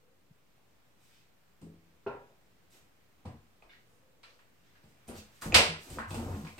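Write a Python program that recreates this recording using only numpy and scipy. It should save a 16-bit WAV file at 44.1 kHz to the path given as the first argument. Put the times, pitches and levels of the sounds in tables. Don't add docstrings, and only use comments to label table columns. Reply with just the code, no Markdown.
import sys
import numpy as np
from scipy import signal
from scipy.fft import rfft, irfft, next_fast_len
from scipy.io import wavfile
from scipy.ndimage import uniform_filter1d

SR = 44100
rng = np.random.default_rng(int(sys.argv[2]) if len(sys.argv) > 2 else 0)


def field_ratio(decibels):
    return 10 ** (np.asarray(decibels, dtype=float) / 20)


def unload_wav(signal):
    wavfile.write(
        sys.argv[1],
        SR,
        np.round(np.clip(np.atleast_2d(signal).T, -1, 1) * 32767).astype(np.int16),
    )


N = 290999


# pitch in Hz, level in dB.
EDGE_COLOUR = [(820, -15), (1400, -6), (1850, -5), (2110, -2.5), (2800, -2.5), (3280, -6), (4760, -7),
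               (6000, -14.5), (7800, -30.5), (13200, -120)]
# pitch in Hz, level in dB.
CLAW_COLOUR = [(2940, -15), (5000, -11), (5150, -16), (7170, 1), (7860, 3.5), (8880, 4), (9280, -1),
               (10300, -11), (10900, -30), (11500, -11), (13000, -10), (14200, -10), (16000, -38)]
# start in seconds, edge level in dB, claw level in dB.
HARD_TOUCHES = [(1.616, -63.5, -61), (5.5436, -11, -25.5), (2.7046, -71, -65), (3.255, -55, -61.5),
                (3.624, -67, -75), (3.694, -78, -89), (3.7296, -68, -83), (4.232, -52, -63.5),
                (4.3904, -68, -73), (4.7542, -65, -84), (4.8345, -65.5, -71), (5.079, -64, -50.5),
                (5.0883, -53, -74), (5.421, -46, -43), (5.5214, -46, -56), (5.5463, -11, -18),
                (5.7002, -38, -57), (5.901, -54, -46), (5.987, -47.5, -53), (6.106, -47, -47),
                (6.1432, -45, -44), (6.449, -50, -74), (6.468, -52, -64), (6.5806, -52, -55)]
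# start in seconds, weight into the shell in dB, pad level in dB, pad pitch in Hz.
LANDINGS = [(0.5794, -72, -65.5, 633), (1.618, -40.5, -58, 564), (2.064, -41, -37, 520),
            (3.2535, -35, -43, 590), (3.624, -72, -54, 684), (4.2328, -78, -57.5, 1170),
            (4.3906, -82, -59, 1650), (4.8342, -49.5, -64, 468), (5.0803, -39, -59, 530),
            (5.0888, -48, -41, 386), (5.42, -45, -39, 1200), (5.459, -25, -58, 413),
            (5.527, -51, -28.5, 437), (5.551, -25.5, -18.5, 790), (5.7006, -40.5, -40, 443),
            (5.902, -40, -49, 576), (5.9725, -36.5, -44, 460), (5.9852, -64, -38, 1050),
            (6.0241, -68, -53, 1550), (6.106, -32, -40.5, 880), (6.1432, -51, -36.5, 490),
            (6.28, -40, -40.5, 500), (6.4486, -63, -48, 950), (6.5817, -36.5, -51.5, 543)]
# start in seconds, level in dB, direct share in dB.
CATCHES = [(3.623, -58.5, -5), (3.694, -49, -32), (3.733, -53.5, -30), (4.236, -50, -21),
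           (4.754, -57.5, -24), (5.089, -39.5, -15), (5.523, -30, -10.5), (5.986, -31, -7),
           (2.068, -45, -28), (5.583, -25.5, -17), (5.084, -46, -17), (5.566, -27.5, -28),
           (5.974, -43.5, -7), (6.024, -40, -14), (6.107, -45, -14), (6.47, -45.5, -14), (2.064, -52, -2),
           (2.072, -44, -2), (2.097, -46, -2), (5.15, -58, -10), (5.182, -58, -15), (6.226, -48, -10),
           (6.275, -46, -10)]
# pitch in Hz, level in dB, 60 dB fade in
# seconds.
CAUGHT_PARTS = [
    [(710, -7, 0.018), (2470, 15, 0.0089)],
    [(1630, -2, 0.017), (2150, 2, 0.011), (2900, -9, 0.05), (3580, -6, 0.018)],
    [(1310, -17, 0.022), (1920, 5, 0.0069), (2970, -9, 0.0082), (3950, -8, 0.019)],
    [(1170, -16, 0.021), (1360, 8, 0.021), (2330, 6, 0.017), (3400, -15, 0.015), (4080, 5, 0.014),
     (4530, 2, 0.031)],
    [(1630, 2, 0.0081), (2600, -11, .01)],
    [(211.3, 18, 0.3), (325, -18, 0.057), (557, -19, 0.091), (700, -19, .04)],
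    [(2460, 10, 0.0068), (6700, -8, 0.008)],
    [(1050, -1, 0.1), (1280, 2.5, 0.01), (1460, -8, 0.018)],
    [(1970, 1, 0.0019), (2520, 3, 0.0046), (3420, -13, .006)],
    [(328, -11, 0.055), (463, -7, 0.08), (665, -8, 0.014), (970, -6, 0.03)],
    [(9300, 0, 0.0022), (12200, -7, .002)],
    [(1010, 0, 0.024)],
    [(490, 0, 0.02)],
    [(1550, 0, 0.028)],
    [(2600, 0, 0.013), (3430, 0, 0.0092)],
    [(2370, 3, 0.0056), (3000, -10, 0.0091)],
    [(420, 0, .03), (900, -6, .02)],
    [(420, 0, .12), (770, -6, .1), (1390, -7, .1)],
    [(500, 0, .08), (880, -2, .08)],
    [(4600, 0, .2)],
    [(6500, 0, .01), (12500, -4, .006)],
    [(700, 0, .02), (2900, -8, .01)],
    [(500, 0, .03), (1000, -3, .02)],
]


def contacts(send_db=24, weight_send_db=22, rebound=0.2, settle_ms=30, pad_octaves=0.84):
    places, near = np.zeros((4, N)), np.zeros(N)
    edge, claw, body = colour(EDGE_COLOUR, steep_db=26), colour(CLAW_COLOUR), shell()
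    clicks = [(s, field_ratio(edge_db) * edge + field_ratio(claw_db) * claw) for s, edge_db, claw_db in HARD_TOUCHES]
    for k, (s, weight_db, pad_db, pad_hz) in enumerate(LANDINGS):
        low_hz, high_hz = pad_hz / 2 ** pad_octaves, pad_hz * 2 ** pad_octaves
        pad = colour([(low_hz, -5), (pad_hz, 0), (high_hz, -7)], steep_db=25)
        clicks.append((s, field_ratio(pad_db) * pad))
        add(places[k % 4], s, field_ratio(weight_send_db + weight_db) * body)

    delays = rng.uniform(0.14, 1, (len(clicks), 2)) * settle_ms / 1000
    for k, (s, click) in enumerate(clicks):
        sent = field_ratio(send_db) * click
        add(places[k % 4], s, sent)
        add(places[(k + 1) % 4], s + delays[k, 0], rebound * sent)
        add(places[(k + 2) % 4], s + delays[k, 1], rebound * sent)

    for k, ((s, db, near_db), modes) in enumerate(zip(CATCHES, CAUGHT_PARTS)):
        ring = catch(modes)
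        add(places[k % 4], s, field_ratio(send_db - 2 + db) * ring)
        add(near, s, field_ratio(send_db + near_db + db) * ring)
    heard = near + sum(room(place) for place in places)
    return signal.lfilter(*signal.butter(2, 50, "high", fs=SR), heard)


def catch(modes):
    hz, db, t60 = np.transpose(modes)[:, :, None]
    t = np.arange(9000) / SR
    ring = field_ratio(db - 60 * t / t60) / np.sqrt(t60) * np.sin(2 * np.pi * hz * t)
    ring = ring.sum(axis=0) * (1 - np.exp(-t / 0.0004))
    return ring / np.linalg.norm(ring)


# pitch in Hz, width in Hz, level in dB.
SHELL_MODES = [(42, 18, -16), (63, 18, -7), (91, 18, 2), (125, 24, -10), (160, 18, 2), (225, 22, 3),
               (280, 30, -5), (345, 30, -14), (465, 24, -5)]


def shell():
    t = np.arange(8000) / SR
    ring = np.zeros(len(t))
    for hz, width, db in SHELL_MODES:
        ring += field_ratio(db) * width * np.exp(-np.pi * width * t) * np.sin(2 * np.pi * hz * t)
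    ring = signal.lfilter(*signal.butter(2, 38, "high", fs=SR), ring)
    return ring / np.linalg.norm(ring)


# start in seconds, level in dB, pitch in Hz, 60 dB fade in seconds.
BOOMS = [(3.631, -59, 38, .4), (5.458, -38, 89.6, 0.41), (5.457, -26, 220, 0.071), (5.45, -38, 40, .5),
         (5.53, -39, 40, .5), (5.534, -24, 63, 0.16), (5.543, -26.5, 90.6, 0.39), (5.565, -28.5, 464, 0.37),
         (5.684, -33.5, 162.3, 0.33), (5.904, -46, 221, 0.11), (5.9, -43, 40, 0.27), (5.9, -59, 65, 0.25),
         (6.07, -39, 94.6, 0.47), (6.106, -30.5, 157, 0.097), (5.549, -33.5, 220, 0.35),
         (6.168, -29, 233, 0.33), (6.305, -38, 132, 0.17), (5.09, -38, 251, 0.19), (6.15, -52, 40, .3),
         (6.235, -62, 63, .35), (6.255, -35.5, 89.5, 0.75), (6.362, -33, 208.4, 0.25),
         (6.275, -33, 118, .2), (6.31, -36, 95, .2), (6.43, -33.5, 162.3, 0.19)]


def booms(rise_ms=9.8):
    out, t = np.zeros(N), np.arange(SR // 2) / SR
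    for s, db, hz, t60 in BOOMS:
        swell = 1 - np.exp(-t * 1000 / rise_ms)
        add(out, s, field_ratio(db - 60 * t / t60) * swell * np.sin(2 * np.pi * hz * t))
    return out


# pitch in Hz, level in dB.
FUR_COLOUR = [(1470, -12.5), (2500, -9), (3130, -9.5), (3600, -9.5), (4620, -9), (5800, -9), (8460, -6.5),
              (10400, -16), (13000, -10.5), (15000, -21), (16000, -11)]
# pitch in Hz, level in dB.
DRAG_COLOUR = [(210, -34), (330, -2.5), (420, -11.5), (661, -10.5), (1080, -13), (1270, -16.5),
               (3500, -35.5), (4550, -76), (7700, -120)]
# start in seconds, rise in seconds, fade in seconds, hiss in dB, sheen in dB over the hiss.
BRUSHES = [(.96, 0.067, 0.23, -59, -3), (1.07, 0.075, 0.13, -57.5, -14), (2.70, 0.023, 0.11, -52, -3),
           (4.28, .03, .14, -67, -3), (4.6, 0.06, 0.091, -58.5, -14), (4.86, 0.03, 0.054, -69, 3.5),
           (5.066, 0.01, 0.13, -47.5, -9), (5.13, 0.047, 0.041, -40, -5), (5.26, 0.1, 0.08, -54, -4),
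           (5.41, 0.0064, 0.082, -37.5, -1), (5.77, 0.051, 0.22, -47.5, -0.5),
           (5.88, 0.057, 0.045, -44, -5), (6.07, 0.028, 0.28, -50, 3.5), (6.22, 0.14, 0.17, -49.5, -2.5),
           (6.42, 0.052, 0.13, -53, -3.5), (6.55, .05, .05, -52.5, 1)]
# start in seconds, rise in seconds, fade in seconds, skin drag in dB, shell rumble in dB.
SLIDES = [(2.72, 0.026, 0.057, -56, -70), (5.067, 0.027, 0.082, -41.5, -45), (5.11, 0.032, 0.06, -50, -56),
          (5.42, 0.026, 0.04, -34.5, -51), (5.48, 0.056, 0.037, -34, -37), (5.83, 0.037, 0.042, -45, -57),
          (5.889, 0.018, 0.069, -46.5, -37.5), (5.95, 0.012, 0.033, -45, -66),
          (6.07, 0.071, 0.16, -41.5, -38.5), (6.14, 0.055, 0.14, -45.5, -37),
          (6.22, 0.097, 0.15, -41.5, -38), (6.38, 0.057, 0.059, -54, -46), (6.55, 0.055, 0.065, -42.5, -45)]


def strokes(slips_per_s=900, uneven_db=3.5, fur_db=-3, drag_db=-4, rumble_db=-3, wet_db=-6):
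    slipping = rng.random((3, N)) < slips_per_s / SR
    jerk = field_ratio(uneven_db * np.minimum(rng.exponential(1, (3, N)), 3))
    slips = rng.standard_normal((3, N)) * (1.06 + slipping * jerk)

    def rubbed(slip, body, db):
        return field_ratio(db) * evened(signal.fftconvolve(slip, body)[:N])

    hiss = rubbed(slips[0], colour(FUR_COLOUR), fur_db)
    drag = rubbed(slips[1], colour(DRAG_COLOUR), drag_db)
    rumble = rubbed(slips[2], shell(), rumble_db)

    fur, sheen, skin, shake = np.zeros((4, N))
    for start, rise, fade, db, sheen_db in BRUSHES:
        pressure = stroke(start, rise, fade)
        fur += field_ratio(db) * pressure
        sheen += field_ratio(db + sheen_db) * pressure
    for start, rise, fade, skin_db, shake_db in SLIDES:
        pressure = stroke(start, rise, fade)
        skin += field_ratio(skin_db) * pressure
        shake += field_ratio(shake_db) * pressure

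    dull = signal.lfilter(*signal.butter(2, 5060, fs=SR), hiss)
    dry = fur * dull + sheen * (hiss - dull) + skin * drag + shake * rumble
    return room(field_ratio(wet_db) * dry, direct_db=-4)


def stroke(start, rise, fade, swell_power=1.25, fade_db=-21, fade_power=2.32):
    t = np.arange(0, N, 16) / SR - start
    gone = np.maximum(t - rise, 0) / max(fade, 0.005)
    swell = np.clip(t / max(rise, 0.002), 0, 1) ** swell_power
    pressure = swell * field_ratio(fade_db * np.minimum(gone, 3) ** fade_power)
    return np.repeat(pressure, 16)[:N]


# start in seconds, rise in seconds, fade in seconds, level in dB,
# middle pitch in Hz.
SCUFFS = [(1.615, .025, 0.14, -56.5, 348), (2.065, 0.0092, 0.14, -49, 1120), (2.07, 0.022, 0.32, -59, 520),
          (3.25, 0.0092, .1, -60.5, 1550), (3.69, 0.033, 0.058, -65, 1900),
          (4.231, 0.0087, 0.056, -56.5, 2200), (5.416, 0.0087, 0.044, -43.5, 1300),
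          (5.57, 0.015, 0.053, -28.5, 550), (5.984, 0.005, 0.06, -37.5, 1300),
          (6.26, 0.032, .12, -47.5, 700), (6.578, .005, 0.027, -45, 2300), (5.543, 0.017, 0.058, -26, 3600),
          (5.545, 0.0071, 0.044, -25.5, 2300), (5.44, .02, .03, -51, 6400),
          (2.066, 0.008, 0.025, -59, 3500), (2.07, .03, .12, -56, 900), (3.688, .02, .07, -62, 3300),
          (3.63, .02, .05, -67, 700), (6.03, .03, .04, -48, 1350), (6.105, .015, .05, -47, 920),
          (6.17, .03, .04, -47, 600), (6.32, .02, .04, -55, 1800), (6.43, .04, .06, -52, 1000),
          (5.1, .07, .07, -58, 4600), (5.56, .02, .1, -34, 950), (5.072, .006, .04, -58, 8500),
          (3.84, .06, .14, -74, 8000), (5.546, .012, .07, -31, 5300), (5.44, .025, .05, -56, 12500),
          (6.135, .015, .06, -50, 2600), (4.232, .01, .07, -63, 1200), (4.25, .03, .1, -65, 4200),
          (5.416, .006, .02, -56, 13500)]


def scuffs(octaves=0.6, wet_db=-6):
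    length = SR // 2
    out, chatter = np.zeros(N), rng.standard_normal(length)
    for start, rise, fade, db, hz in SCUFFS:
        tone = colour([(hz / 2 ** octaves, -5), (hz, 0), (hz * 2 ** octaves, -6)], steep_db=27.5)
        rub = signal.fftconvolve(np.roll(chatter, round(hz)), tone)[:length]
        add(out, start, field_ratio(db) * stroke(0, rise, fade)[:length] * rub)
    return room(field_ratio(wet_db) * out, direct_db=-2)


# start in seconds, level in dB, rise in milliseconds.
KNOCKS = [
    (1.614, -38, 17),
    (2.064, -27.5, 1.2),
    (3.25, -32.5, 8.7),
]
# pitch in Hz, level in dB, 60 dB fade in seconds.
PANELS = [
    [(89.3, -16.5, 1), (166, 1.5, 0.64), (211, 2, 0.35), (235, -2, 0.37), (270, -0.5, 0.44),
     (325.4, -7.5, 0.57), (429, -12, 0.38)],
    [(130.2, -10.5, 0.52), (235, -9, 0.4), (267, -8.5, 0.52), (401, 7.5, 0.28), (435, -4, 0.36),
     (508, 2, 0.3), (577, -7, 0.3), (660, -1.5, 0.18), (803, -3.5, 0.3), (894, -4, 0.26), (964, -6, 0.39),
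     (1057, -13, 0.39), (1385, -2.5, 0.26), (1500, -9, 0.3)],
    [(90.2, 4.5, 0.31), (127, 0, 0.25), (210, 1, 0.35), (233.3, -3.5, 0.4), (340, -7, 0.19),
     (516, -5.5, 0.16), (723, -19, 0.42), (784, -3, 0.1), (1000, -19, 0.36), (1200, -26, 0.3)],
]


def knocks(spread=0.00055, scatter=0.85):
    out, t = np.zeros((2, N)), np.arange(SR) / SR
    for (s, level_db, rise_ms), modes in zip(KNOCKS, PANELS):
        hz, db, t60 = np.transpose(modes)[:, :, None]
        start, apart, split = rng.uniform(-0.76, 1, (3, len(modes), 1))
        side = np.array([1, -1])[:, None, None]
        phase = start + side * spread * hz * apart
        first = np.sin(2 * np.pi * hz * t + phase)
        twin = np.sin(2 * np.pi * hz * (1 + 0.0443 * split) * t - phase)
        pair = first + scatter * np.minimum(hz / 500, 1) * twin
        ring = (field_ratio(db - 60 * t / t60) * pair).sum(axis=1)
        ring = ring / np.sqrt(np.mean(ring[:, :800] ** 2))
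        ring = ring * (1 - np.exp(-t * 1000 / max(rise_ms, 0.5)))
        add(out, s, field_ratio(level_db - 4.5) * ring)
    return signal.lfilter(*signal.butter(3, 62, "high", fs=SR), out)


# start in seconds, rise in seconds, fade in seconds, level in dB, first pitch in Hz.
CREEPS = [
    (0, 0.021, 0.18, -75, 510),
    (3.86, 0.05, 0.08, -77, 480),
    (3.95, 0.12, 0.2, -73, 530),
    (4.18, 0.08, 0.2, -72, 540),
]


def creeps(sag_hz_per_s=120, width_hz=110):
    out, r = np.zeros(N), np.exp(-np.pi * width_hz / SR)
    for start, rise, fade, db, hz in CREEPS:
        pitch = hz - sag_hz_per_s * np.clip(np.arange(N) / SR - start, 0, 1)
        noise = rng.standard_normal(N) + 1j * rng.standard_normal(N)
        fuzz = signal.lfilter([1], [1, -2 * r, r * r], noise)
        note = (fuzz * np.exp(2j * np.pi * np.cumsum(pitch) / SR)).real
        out += field_ratio(db) * stroke(start, rise, fade) * evened(note)
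    return room(out, direct_db=0.5)


# middle in seconds, pitch in Hz, level in dB, length in seconds.
FINGER_BUMP = (.314, 150, -52, .007)


def bump():
    s, hz, db, length = FINGER_BUMP
    t = np.arange(N) / SR - s
    return field_ratio(db) * np.exp(-(t / length) ** 2) * np.sin(2 * np.pi * hz * t)


# pitch in Hz, level in dB.
HUSH_COLOUR = [(15, -33), (25, 0), (35, -2), (49, -17), (92, -7), (344, -13.5), (394, -14), (936, -19.5),
               (1130, -20), (2550, -23.5), (4490, -28.5), (8590, -31.5), (10100, -36), (14800, -30.5),
               (16000, -36)]
# pitch in Hz, likeness from 0 to 1.
HUSH_LIKENESS = [(30, 1), (150, 0.42), (500, 0.3), (1500, 0.021), (15000, 0.03)]
# time in seconds, level in dB.
STIRRING = [(0, -0.5), (.9, 3), (1.5, 3), (2.2, 3.5), (2.7, 4.5), (3.1, 4), (3.9, 4.5), (4.15, 3), (4.6, 5),
            (5.3, 12), (6.6, -1)]


def hush(level_db=-67, patchy_db=0.6):
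    hz, t = np.fft.rfftfreq(2048, 1 / SR), np.arange(N // 512 + 6) * 512 / SR
    patches = rng.standard_normal((len(t), len(hz)))
    patches = uniform_filter1d(uniform_filter1d(patches, 8, 0), 30, 1)
    patches = evened(patches).T
    swell_share = read([(300, 0.33), (2200, 0.71), (7000, 0.43)], hz)[:, None]
    swell = swell_share * np.interp(t, *np.transpose(STIRRING))
    lumpy_db = patchy_db + read([(30, 0.46), (90, 0.087)], hz)[:, None]
    field = field_ratio(read(HUSH_COLOUR, hz)[:, None] + lumpy_db * patches + swell)
    tone = port_pair(field, read(HUSH_LIKENESS, hz), 0 * hz, size=2048)[:, :N]
    return field_ratio(level_db) * evened(tone)


# pitch in Hz, 60 dB fade in seconds.
ROOM_FADE = [(100, 0.48), (260, 0.39), (700, 0.38), (1840, 0.4), (4850, 0.37), (12800, 0.28)]
# pitch in Hz, likeness from 0 to 1.
ROOM_LIKENESS = [(40, 1), (150, 0.93), (350, 0.95), (700, 0.56), (1000, 0.28), (1400, 1), (2300, 0.062),
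                 (6000, 0.14), (15000, 0.33)]
# pitch in Hz, lead in radians.
LEFT_LEAD = [(40, .02), (400, 0.21), (700, 0.6), (1000, 1.1), (1500, 2.13), (16000, 4)]


def room(x, direct_db=-13, build_ms=0.36):
    hz, t = np.fft.rfftfreq(512, 1 / SR), np.arange(240) * 128 / SR
    fade = field_ratio(-60 * t / read(ROOM_FADE, hz)[:, None])
    tail = port_pair(fade, read(ROOM_LIKENESS, hz), read(LEFT_LEAD, hz), size=512)
    tail = tail * (1 - np.exp(-np.arange(tail.shape[1]) / SR * 1000 / build_ms))
    tail = tail / np.linalg.norm(tail, axis=1, keepdims=True)
    add(tail, 0, field_ratio(direct_db) * np.ones((2, 1)))
    return signal.fftconvolve(x[None], tail, axes=1)[:, :N]


def port_pair(magnitude, same, lead, size):
    a, b, c, d = rng.standard_normal(magnitude.T.shape + (4,)).T
    same, left = np.clip(same, -1, 1)[:, None], a + 1j * b
    right = same * left + np.sqrt(1 - same ** 2) * (c + 1j * d)
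    right = right * np.exp(-1j * lead)[:, None]
    return signal.istft(np.array([left, right]) * magnitude, nperseg=size, noverlap=size * 3 // 4)[1]


def colour(points, steep_db=30):
    hz = abs(np.fft.fftfreq(4096, 1 / SR)) + 1
    below = np.maximum(np.log2(points[0][0] / hz), 0)
    above = np.maximum(np.log2(hz / points[-1][0]), 0)
    gain_db = read(points, hz) - steep_db * (below + above)
    log_gain = np.log(field_ratio(np.maximum(gain_db, -100)))
    taps = np.fft.ifft(np.exp(np.conj(signal.hilbert(log_gain)))).real[:2048]
    return taps / np.linalg.norm(taps)


def evened(x):
    return x / np.sqrt(np.mean(x ** 2) + 1e-30)


def read(points, hz):
    f, value = np.transpose(points)
    return np.interp(np.log(hz + 1), np.log(f + 1), value)


def add(mix, s, sound):
    part = mix[..., round(s * SR):][..., :sound.shape[-1]]
    part += sound[..., :part.shape[-1]]


def scene():
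    panels = knocks()
    rest = contacts() + strokes() + bump() + hush() + creeps() + booms()
    to_room = signal.lfilter(*signal.butter(2, 380, "high", fs=SR), panels.mean(axis=0))
    return panels + rest + field_ratio(-6.5) * room(to_room, direct_db=-45) + scuffs()


def roll_off(x):
    return signal.sosfilt(signal.butter(12, 15780, fs=SR, output="sos"), x)


# pitch in Hz, level difference in dB.
PORT_BALANCE = [(40, 2.5), (700, 0), (1400, -0.5), (3000, -1.4), (9000, -1.5), (14000, -0.5)]


def record(dry):
    size = next_fast_len(N)
    hz = np.fft.rfftfreq(size, 1 / SR)
    balance = field_ratio(np.array([[0.5], [-0.5]]) * read(PORT_BALANCE, hz))
    low_cut = 1 / np.sqrt(1 + (34 / (hz + 1)) ** 6)
    band_edge = field_ratio(-60 * np.clip((hz - 15950) / 500, 0, 1))
    heard = irfft(rfft(dry, size) * balance * low_cut * band_edge, size)[:, :N]
    mix = heard - 0.00042
    return roll_off(mix)


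dry = scene()
out = record(dry)
unload_wav(out)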